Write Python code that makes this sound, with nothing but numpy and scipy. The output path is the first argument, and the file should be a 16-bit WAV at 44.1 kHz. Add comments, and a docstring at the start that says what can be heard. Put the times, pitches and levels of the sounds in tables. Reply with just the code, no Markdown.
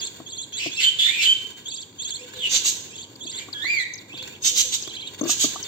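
"""Budgerigar chicks peep in a plastic nest tub while a hand shifts one of them on wood shavings.
About a second in, grown parrots whistle and squawk farther off in a hard-walled bird room; thin chips
come throughout. Each voice is a vibrating membrane, the syrinx, that rasps when it flutters unevenly.
After two seconds and again after four, a faint low tone comes and goes and parrots scold in puffs of air.
Near the end a parent drops into the tub with a few thumps. The room's air rushes softly under it all."""
import sys
import numpy as np
from scipy import signal
from scipy.fft import rfft, irfft, next_fast_len
from scipy.io import wavfile
from scipy.ndimage import uniform_filter1d

SR = 44100
rng = np.random.default_rng(int(sys.argv[2]) if len(sys.argv) > 2 else 0)


def wrap_up_sound(samples):
    """Save the sound to the file named by the first command line argument, as 16-bit audio."""
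    columns = np.atleast_2d(samples).T
    # keep every value between -1 and 1, then stretch to whole-number steps
    tamed = np.clip(columns, -1, 1)
    steps = np.round(tamed * 32767).astype(np.int16)
    wavfile.write(sys.argv[1], SR, steps)


N = 250440
T = np.arange(N) / SR

# Runs of peeps, timed at their upward flicks. Each row: first and last flick in seconds,
# low and top pitch in Hz, first and last level in dB.
PEEP_TRAINS = [(.002, 0.063, 3294, 5026, -41.5, -37), (0.311, 0.43, 3265, 4554, -45.5, -40.5),
               (.578, .578, 3247, 4100, -38, -37), (.765, .883, 3255, 4600, -40, -39),
               (1.707, 1.818, 3274, 4905, -39, -42.5), (2.036, 2.156, 3223, 4710, -39, -38),
               (2.978, 3.03, 3140, 5140, -49, -43), (3.256, 3.379, 3295, 4813, -42.5, -40),
               (3.753, 3.82, 3160, 4750, -50, -42), (4.179, 4.228, 3240, 4823, -45.5, -43.5),
               (4.898, 5.073, 3075, 4240, -42.5, -41.5), (2.233, 2.316, 2276, 3714, -49, -56),
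               (2.9, 2.957, 2410, 3900, -58.5, -52), (4.146, 4.352, 2332, 3800, -46.5, -52),
               (4.996, 5.069, 2287, 3400, -50, -50.5), (5.595, 5.656, 2974, 3996, -52, -48)]
# One peep. Each row: seconds from the flick, share of the way from low to top pitch, gain in dB.
PEEP_SHAPE = [(-.055, .08, -10), (-.047, 0, 5), (-.032, .1, 4), (-.013, .28, 5.5), (-.005, .45, 1),
              (-.001, .9, 11), (.003, .92, 11), (.009, .5, 5), (.014, .02, 4), (.024, -.15, -12)]
# How a chick's throat shapes its voice. Each row: frequency in Hz, gain in dB.
CHICK_THROAT = [(2200, 4), (3500, 2.5), (4500, -4), (5300, -1.5), (6300, -14), (7400, 2.5), (8500, -17),
                (11000, -40.5), (15000, -26)]
# How much of the overtones the chicks' beaks let out. Each row: time in seconds, gain in dB.
BEAK_OPENING = [(0, -1.5), (3.8, -2), (4.1, -18), (5.68, -10.5)]
# Long, arching parrot calls. 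Each row: start, lift, crest and end in seconds, low and crest pitch in Hz,
# start and crest level in dB, roughness from 0 to 1, strength of the octave at the low pitch in dB.
WHINES = [(0.561, 0.579, .6, .68, 1900, 2750, -37, -27, 0.5, 9.5),
          (0.984, 1.02, 1.065, 1.1, 1695, 1803, -15.5, -18, 0.3, 24.5),
          (1.05, 1.061, 1.14, 1.225, 1885, 2501, -27, -23, 0.32, -13),
          (2.27, 2.281, 2.33, 2.37, 1480, 1723, -53, -48, 0.15, 1),
          (3.31, 3.371, 3.405, 3.425, 2000, 2400, -45, -34, .6, -2),
          (3.53, 3.61, 3.688, 3.828, 1667, 2420, -32, -20, 0.15, 4)]
# Squawks. Each row: time the voice cracks in seconds, length of the held note in seconds, level in dB.
SQUAWKS = [(.80, .05, -15), (1.21, .08, -15)]
# One falling cry: start and end in seconds, start and end pitch in Hz, start and end level in dB,
# roughness from 0 to 1.
SWOOP = (2.34, 2.478, 3800, 2770, -38, -20, .3)
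# How a grown parrot's throat shapes its upper overtones. Each row: frequency in Hz, gain in dB.
PARROT_THROAT = [(4500, -23), (6200, -32), (7400, -25), (8200, -28.5), (10000, -66), (13500, -31),
                 (16000, -32)]
# The swirling air in a screech. Each row: frequency in Hz, gain in dB.
SCREECH_AIR = [(1100, -44), (1900, 1), (3000, 11), (4400, 5.5), (5700, -15), (7400, 1), (13000, -11.5),
               (16000, -28)]
# Harsh scolding notes. Each row: loudest moment, rise and fall in seconds, relative level in dB,
# added brightness in dB per octave.
SCOLDS = [(2.545, .026, .028, -19, -2.5), (2.668, .016, .028, -20, 1), (4.465, .018, .025, -18.5, .3),
          (4.592, .024, .022, -17.5, .5), (4.741, .014, .014, -22.5, -.7), (5.306, .018, .02, -21, 0),
          (5.428, .027, .022, -19.5, .5)]
# The wide throat of a scolding bird. Each row: frequency in Hz, gain in dB.
SCOLD_THROAT = [(700, -33), (1300, -24), (2100, -14), (2700, -6), (3600, 1.5), (5000, -5), (6600, -3.5),
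                (7800, -5.5), (12000, -13), (15500, -14)]
# Quick whistled slides. Each row: start and length in seconds, starting pitch in Hz, level in dB.
CHIPS = [(.527, .019, 7100, -47), (1.812, 0.023, 7130, -47), (3.153, 0.0095, 5180, -43.5),
         (3.526, 0.014, 5160, -29), (3.934, .015, 7100, -36.5), (3.974, 0.027, 6720, -41.5),
         (4.82, 0.022, 7260, -35), (5.234, 0.018, 7050, -41), (5.625, 0.019, 7100, -33.5)]
# Short pips on one note. Each row: start and length in seconds, pitch in Hz, level in dB.
PIPS = [(3.952, 0.011, 6430, -45.5), (4.421, 0.013, 6560, -38), (5.210, 0.0095, 6460, -32.5)]
# Blows on the tub. Each row: time in seconds, relative peak in dB, boost of the rim's ring in dB.
KNOCKS = [(.2, -35.5, -2), (.659, -31.5, -16), (2.649, -40.5, 13), (3.252, -39, -30), (3.484, -36, 9),
          (3.643, -35.5, 12), (4.137, -41, -1), (4.874, -38, 3), (5.293, -24.5, 12.5), (5.441, -23.5, -7),
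          (5.558, -28.5, 25)]
# The parent's first footfall, laid out like one knock.
LANDING = (5.211, -20.5, -6)
# The tub's ringing notes. Each row: pitch in Hz, level in dB, seconds to fade by 60 dB.
TUB_RING = [(144.6, -13.5, 0.18), (266.7, 2, 0.087), (311.5, 6.5, 0.057), (361.5, -4, 0.069),
            (489, -4.5, 0.04), (643, 0, 0.03), (780, 4.5, 0.017), (890, 0, 0.029), (1140, 1.5, 0.027),
            (1342, -8, 0.047), (2020, -15, 0.06)]
# Spells of stirring in the bedding. Each row: start and end in seconds, level in dB.
RUSTLES = [(0, 0.177, -42), (0.553, 1.643, -42), (2.018, 2.873, -42), (3.36, 3.75, -42.5),
           (4.165, 4.284, -41), (4.6, 4.95, -44.5), (5.15, 5.68, -37)]
# The sharpest snaps of shavings and claws. Each row: time in seconds, relative peak in dB.
SNAPS = [(.5227, -39), (1.9264, -48), (2.393, -36), (2.8523, -42), (3.16, -43.5), (4.1742, -38),
         (4.2253, -34), (4.2752, -33.5), (4.8739, -32), (5.145, -35), (5.1929, -35.5)]
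# The tone colour of wood shavings. Each row: frequency in Hz, gain in dB.
SHAVINGS = [(200, -2.5), (600, 1), (1100, -7.5), (1700, -0.5), (3500, 0), (4600, -2), (5500, -15.5),
            (7300, -5.5), (12000, -15.5), (16000, -3)]
# The faint low tone. Each row: start and length in seconds, level in dB.
LOW_TONES = [(2.18, .1, -46), (2.32, .12, -46), (2.49, .1, -47), (4.17, .1, -50), (4.48, .1, -50),
             (4.61, .11, -49)]
# The tone colour of the room's rushing air. Each row: frequency in Hz, gain in dB.
AIR_COLOUR = [(25, -44.5), (45, -57), (70, -8.5), (97, 6), (190, -1), (300, 4), (500, -3.5), (700, -12),
              (950, -6), (1500, -22.5), (4000, -26)]
# How that rush swells and sinks. Each row: time in seconds, relative level in dB.
AIR_LEVEL = [(0, -52), (2.1, -54), (2.7, -49.5), (3.0, -50), (3.9, -52), (4.4, -50), (5.68, -50)]
# How alike the rush is in both ears. Each row: frequency in Hz, likeness from 0 to 1.
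EAR_LIKENESS = [(60, 0.96), (300, 0.91), (600, 0.88), (1200, 0.091), (3000, 0)]
# The room's echo. Each row: frequency in Hz, seconds to fade by 60 dB.
ROOM_ECHO = [(200, .4), (1000, .5), (2200, .55), (3200, .62), (7000, .58), (14000, .4)]
# The microphone's uneven treble. Each row: frequency in Hz, gain in dB.
MICROPHONE = [(4400, -1), (5400, -1), (6500, 8.5), (7700, 3), (8500, -3.5), (9300, -81.5), (10800, -62),
              (11800, -1), (16000, -10)]


def chicks(shimmer_db=2, beak_db=3, jitter=.02, buzz=.4, buzz_hz=750, stretch=.1):
    """A chick's syrinx makes each peep: the pitch sags, creeps up, flicks high and drops."""
    out = np.zeros(N)
    when, share, swell_db = np.transpose(PEEP_SHAPE)
    t = np.arange(when[0], when[-1], 1 / SR)
    for s, low_hz, top_hz, db in peeps():
        pace = 1 + stretch * rng.uniform(-1.065, 1)
        glide = uniform_filter1d(np.interp(t * pace, when, share), size=220)
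        hz = (low_hz + (top_hz - low_hz) * glide) * (1 + jitter * wander(len(t), 600))
        level = amp(db + np.interp(t, when, swell_db) + shimmer_db * wander(len(t), 120))
        # the moving beak lets more or less of the overtones out
        opening_db = np.interp(s, *np.transpose(BEAK_OPENING)) + beak_db * np.tanh(wander(len(t), 23))
        voice = syrinx(hz, [read(CHICK_THROAT, k * hz) + (k > 1) * opening_db for k in range(1, 5)])
        # the other side of the syrinx beats against the first and roughens some peeps
        voice *= 1 + buzz * rng.random() * syrinx(buzz_hz * (1 + 0.148 * wander(len(t), 100)), [0])
        add(out, s + t[0], level * voice * signal.windows.tukey(len(t), .1))
    return out


def peeps(cycles_apart=185, last_flick=0.76, flick_spread=.08):
    """Spaces peeps evenly in each run; deeper chicks peep more slowly, and a run ends on a lower flick."""
    for first, last, low_hz, top_hz, first_db, last_db in PEEP_TRAINS:
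        count = round((last - first) * low_hz / cycles_apart) + 1
        for progress in np.linspace(0, 1, count):
            flick = (last_flick if progress == 1 else 1) * (1 + flick_spread * rng.uniform(-0.97, 1))
            flick_hz = low_hz + (top_hz - low_hz) * flick
            db = first_db + progress * (last_db - first_db)
            yield first + progress * (last - first), low_hz, flick_hz, db


def parrots(rasp=0.1344, rasp_hz=700, flutter_db=7, flutter_hz=380, air=0.77):
    """Whistled calls that break into a screech when the membrane flutters wildly."""
    out = np.zeros(N)
    calls = [whine(*row) for row in WHINES] + [squawk(*row) for row in SQUAWKS] + [swoop(*SWOOP)]
    for s, hz, db, rough, octave_db in calls:
        size = len(hz)
        hz = hz * np.exp(rasp * rough * wander(size, rasp_hz))
        total_db = 10 * np.log10(1 + amp(octave_db) ** 2)  # the note and its octave share the power
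        overtones_db = [read(PARROT_THROAT, k * hz) for k in range(3, 10)]
        tone = syrinx(hz, [-total_db, octave_db - total_db] + overtones_db)
        noisy = np.clip(air * (rough - .15), 0, 1)  # past this roughness the air starts to swirl
        screech = evened(colour(rng.standard_normal(size), SCREECH_AIR))
        voice = np.sqrt(1 - noisy) * tone + np.sqrt(noisy) * screech
        level = amp(db + flutter_db * rough * np.tanh(wander(size, flutter_hz)))
        add(out, s, voice * level * signal.windows.tukey(size, .12))
    return out


def whine(start, lift, crest, end, low_hz, crest_hz, start_db, crest_db, rough, octave_db):
    """The bird's effort lifts pitch and level together; past the crest the pitch sinks ever faster."""
    t = np.arange(start, end, 1 / SR)
    effort = np.interp(t, [lift, crest], [0, 1])
    sag = 21 * np.maximum(t - crest, 0) ** 2
    octaves = effort * np.log2(crest_hz / low_hz) - sag
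    octaves = uniform_filter1d(octaves, int(0.0345 * SR), mode="nearest")  # rounds the corners
    db = start_db + (crest_db - start_db) * np.sqrt(effort)
    # the octave fades as the rising pitch carries it out of the range where the throat rings
    return start, low_hz * 2 ** octaves, db, rough, octave_db - 39.5 * octaves


def squawk(s, hold, db, whistle_hz=2688, held_hz=1542, whistle_s=.036, crack_s=.042):
    """A whistle cracks into a screech as it drops, then lands on a held nasal note."""
    t = np.arange(-whistle_s, crack_s + hold, 1 / SR)
    drop = np.clip(t / crack_s, 0, 1)
    crack = np.exp(-((t - crack_s / 2) / 0.02075) ** 2)
    hz = whistle_hz + (held_hz - whistle_hz) * drop
    fade_in_db = -11 * np.maximum(-t / whistle_s, 0)
    level_db = db - 4 * (1 - drop) - 4 * crack + fade_in_db  # the held note is the loudest part
    rough = .1 + 1.1 * crack
    octave_db = np.interp(drop, [0, 1], [-14, 32])  # the octave takes over
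    return s + t[0], hz, level_db, rough, octave_db


def swoop(start, end, start_hz, end_hz, start_db, end_db, rough, octave_db=-28, tip_s=2.415, fall_s=.016):
    """A raspy cry that tips over, swells as it falls and levels out."""
    t = np.arange(start, end, 1 / SR)
    fall = 1 / (1 + np.exp((tip_s - t) / fall_s))
    hz = start_hz + (end_hz - start_hz) * fall
    return start, hz, start_db + (end_db - start_db) * fall, rough, octave_db


def scolds(pulse_hz=420, unevenness=.3, pulse_decay=0.64, grit_db=-1.5, boost_db=2.0):
    """Uneven puffs of air through a wide throat, swelling and dying in about a tenth of a second."""
    out, t = np.zeros((2, N)), np.arange(-SR // 10, SR // 10) / SR
    for s, rise, fall, db, tilt_db in SCOLDS:
        cycles = np.cumsum(pulse_hz * (1 + unevenness * wander(len(t), 200))) / SR
        puffs = np.exp(-(cycles % 1) / pulse_decay) * rng.standard_normal(len(t))
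        puffs *= amp(grit_db * np.tanh(wander(len(t), 300)))
        swell = np.exp(-.5 * (t / np.where(t < 0, rise, fall)) ** 2)
        note = amp(db + boost_db) * swell * evened(colour(puffs, SCOLD_THROAT, tilt_db))
        # the bird moves between notes, so each has its own echoes
        placed = place(note, right_db=4.0, lag_ms=0.19, tub_db=9, room_db=1.5, tub_fade_s=0.035)
        for ear, sound in zip(out, placed):
            add(ear, s + t[0], sound)
    return out


def chips(fall_octaves_per_s=42, octave_db=-24, jitter=0.015):
    """Thin, nearly pure whistles: chips slide down, pips stay level."""
    out = np.zeros(N)
    for rows, fall in (CHIPS, fall_octaves_per_s), (PIPS, 0):
        for s, length, start_hz, db in rows:
            t = np.arange(0, length, 1 / SR)
            hz = start_hz * 2 ** (-fall * t) * (1 + jitter * wander(len(t), 900))
            add(out, s, amp(db) * syrinx(hz, [0, octave_db]) * signal.windows.tukey(len(t), .5))
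    return out


def knocks(rim_above_hz=700, contact_s=0.0023, boost_db=6.0):
    """Knuckles and feet strike the tub: its floor thuds, its walls and rim clack."""
    out, t = np.zeros(N), np.arange(SR // 6) / SR
    for s, peak_db, rim_db in KNOCKS + footfalls():
        blow = np.zeros(len(t))
        for hz, db, fade_s in TUB_RING:
            level = amp(db + rim_db * (hz > rim_above_hz) - 60 * t / fade_s)
            ring_hz = hz * (1 + 0.046 * rng.standard_normal())
            blow += level * np.sin(2 * np.pi * (ring_hz * t + rng.random()))
        blow *= 1 - np.exp(-t / contact_s)
        add(out, s, amp(peak_db + boost_db) * blow / abs(blow).max())
    return out


def footfalls(count=4, gap_s=.02, loss_db=3.5):
    """The parent lands in a quick run of ever softer knocks."""
    s, db, rim_db = LANDING
    return [(s + k * gap_s, db - k * loss_db, rim_db) for k in range(count)]


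def bedding(clicks_per_s=5000, spread_db=3, clump_db=3, snap_boost_db=13, snap_decay_s=0.0027):
    """Shavings rub and crack: clumps of tiny clicks with single larger snaps."""
    sizes = amp(spread_db * np.minimum(rng.exponential(1, N), 4) + clump_db * wander(N, 32))
    clicks = sizes * rng.choice([-1, 1], N) * (rng.random(N) < clicks_per_s / SR)
    out = evened(colour(clicks, SHAVINGS)) * stirring()
    t = np.arange(SR // 20) / SR
    for s, db in SNAPS:
        snap = colour(rng.standard_normal(len(t)) * np.exp(-t / snap_decay_s), SHAVINGS)
        add(out, s, amp(db + snap_boost_db) * snap / abs(snap).max())
    return out


def stirring(settled_db=-49.5, rise_s=.04, settle_s=0.087):
    """How hard the bedding moves: each spell rises, holds and settles."""
    spells = [amp(db) * np.exp(-np.maximum(start - T, 0) / rise_s - np.maximum(T - end, 0) / settle_s)
              for start, end, db in RUSTLES]
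    return np.maximum(np.max(spells, axis=0), amp(settled_db))


def low_tones(pitch_hz=505, waver=0.015, flicker_db=2):
    """A soft, broken, wavering tone far behind the birds."""
    out = np.zeros(N)
    for s, length, db in LOW_TONES:
        size = int(length * SR)
        tone = syrinx(pitch_hz * (1 + waver * wander(size, 56)), [0])
        tone *= amp(flicker_db * wander(size, 29))
        add(out, s, amp(db) * evened(tone) * signal.windows.hann(size))
    return out


def room_air(boost_db=2, left_db=1.0, hiss_db=-69):
    """A low rush of air, alike in both ears in the bass, with a faint hiss on top."""
    left, other = rfft(rng.standard_normal((2, N)))
    hz = np.fft.rfftfreq(N, 1 / SR)
    likeness = read(EAR_LIKENESS, hz)
    right = likeness * left + np.sqrt(1 - likeness ** 2) * other
    rush = evened(irfft(np.array([left, right]) * amp(read(AIR_COLOUR, hz)), N))
    rush *= amp(boost_db + np.interp(T, *np.transpose(AIR_LEVEL))) * amp([[left_db / 2], [-left_db / 2]])
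    hiss = evened(colour(rng.standard_normal((2, N)), [(1000, 16), (4000, 2.0), (15000, -64)]))
    return rush + amp(hiss_db) * hiss


def syrinx(hz, levels_db):
    """A tone like a vibrating membrane's: waves at 1, 2, 3.. times one pitch."""
    phase = 2 * np.pi * np.cumsum(hz) / SR
    return evened(sum(amp(db) * np.sin(k * phase) * (k * hz < SR / 2)
                      for k, db in enumerate(levels_db, 1)))


def echoes(fade_times, onset_s):
    """Dense echoes for each ear, every frequency dying away at its own speed."""
    hz, t, bands = signal.stft(rng.standard_normal((2, 2 * SR // 3)), SR, nperseg=256)
    tail = signal.istft(bands * amp(-60 * t / read(fade_times, hz)[:, None]), SR, nperseg=256)[1]
    tail *= 1 - np.exp(-np.arange(tail.shape[1]) / SR / onset_s)
    return tail / np.linalg.norm(tail, axis=1, keepdims=True)


def place(x, right_db, lag_ms, tub_db, room_db, tub_fade_s=0.014):
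    """Sound reaches the ears directly, as quick echoes off the tub, and by way of the room."""
    path = amp(room_db) * echoes(ROOM_ECHO, 0.0086) + amp(tub_db) * echoes([(1, tub_fade_s)], 0.0015)
    path[0, 0] += 1
    path[1, int(lag_ms * SR / 1000)] += 1  # the direct sound reaches the right ear later
    path /= np.linalg.norm(path, axis=1, keepdims=True)
    return signal.fftconvolve(x[None], path, axes=1)[:, :N] * amp([[-right_db / 2], [right_db / 2]])


def amp(db):
    """Turns decibels into a multiplier."""
    return 10 ** (np.asarray(db) / 20)


def evened(x):
    """Scales a signal to an average power of 1."""
    return x / np.sqrt(np.mean(x ** 2) + 1e-20)


def read(points, hz):
    """Looks up a frequency in a table, blending between rows on a scale of octaves."""
    row_hz, value = np.transpose(points)
    return np.interp(np.log(hz + 1), np.log(row_hz + 1), value)


def add(mix, s, sound):
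    """Mixes a sound in at s seconds."""
    start = round(s * SR)
    part = mix[max(start, 0):][:max(len(sound) + min(start, 0), 0)]
    part += sound[max(-start, 0):][:len(part)]


def colour(x, points, tilt_db=0):
    """Turns frequencies up or down by a table, plus a tilt in dB per octave."""
    size = next_fast_len(2 * x.shape[-1])
    hz = np.fft.rfftfreq(size, 1 / SR)
    gain = amp(read(points, hz) + tilt_db * np.log2(hz / SR + 0.0013))
    return irfft(rfft(x, size) * gain, size)[..., :x.shape[-1]]


def wander(size, rate_hz):
    """A smooth random wobble, changing up to about rate_hz times a second."""
    hz = np.fft.rfftfreq(size, 1 / SR)
    return evened(irfft(rfft(rng.standard_normal(size)) * np.exp(-(hz / rate_hz) ** 2), size))


def scene():
    """Near sounds come from the tub; the grown birds' loud calls carry the most room echo."""
    return (place(chicks(), right_db=3.5, lag_ms=.23, tub_db=-6, room_db=-11.5, tub_fade_s=0.065)
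            + place(parrots(), right_db=3.5, lag_ms=0.23, tub_db=6, room_db=0, tub_fade_s=0.079)
            + place(chips(), right_db=-4, lag_ms=.2, tub_db=1.5, room_db=-19)
            + scolds()
            + place(knocks(), right_db=-2.5, lag_ms=.05, tub_db=-2, room_db=-10.5)
            + place(bedding(), right_db=1.5, lag_ms=0.15, tub_db=9, room_db=-12.5)
            + place(low_tones(), right_db=-1, lag_ms=.1, tub_db=-12, room_db=-6)
            + room_air())


def record(dry, lowest_hz=55, highest_hz=15850):
    """The microphone colours the treble, thins the deep bass, softens peaks and cuts the very top."""
    bass_cut = signal.butter(3, lowest_hz, "highpass", fs=SR, output="sos")
    heard = signal.sosfilt(bass_cut, colour(dry, MICROPHONE))
    heard = .9 * np.tanh(heard / .9)
    top_cut = signal.firwin(511, highest_hz, window=("kaiser", 9), fs=SR)
    return signal.oaconvolve(heard, top_cut[None], "same")


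dry = scene()
out = record(dry)
wrap_up_sound(out)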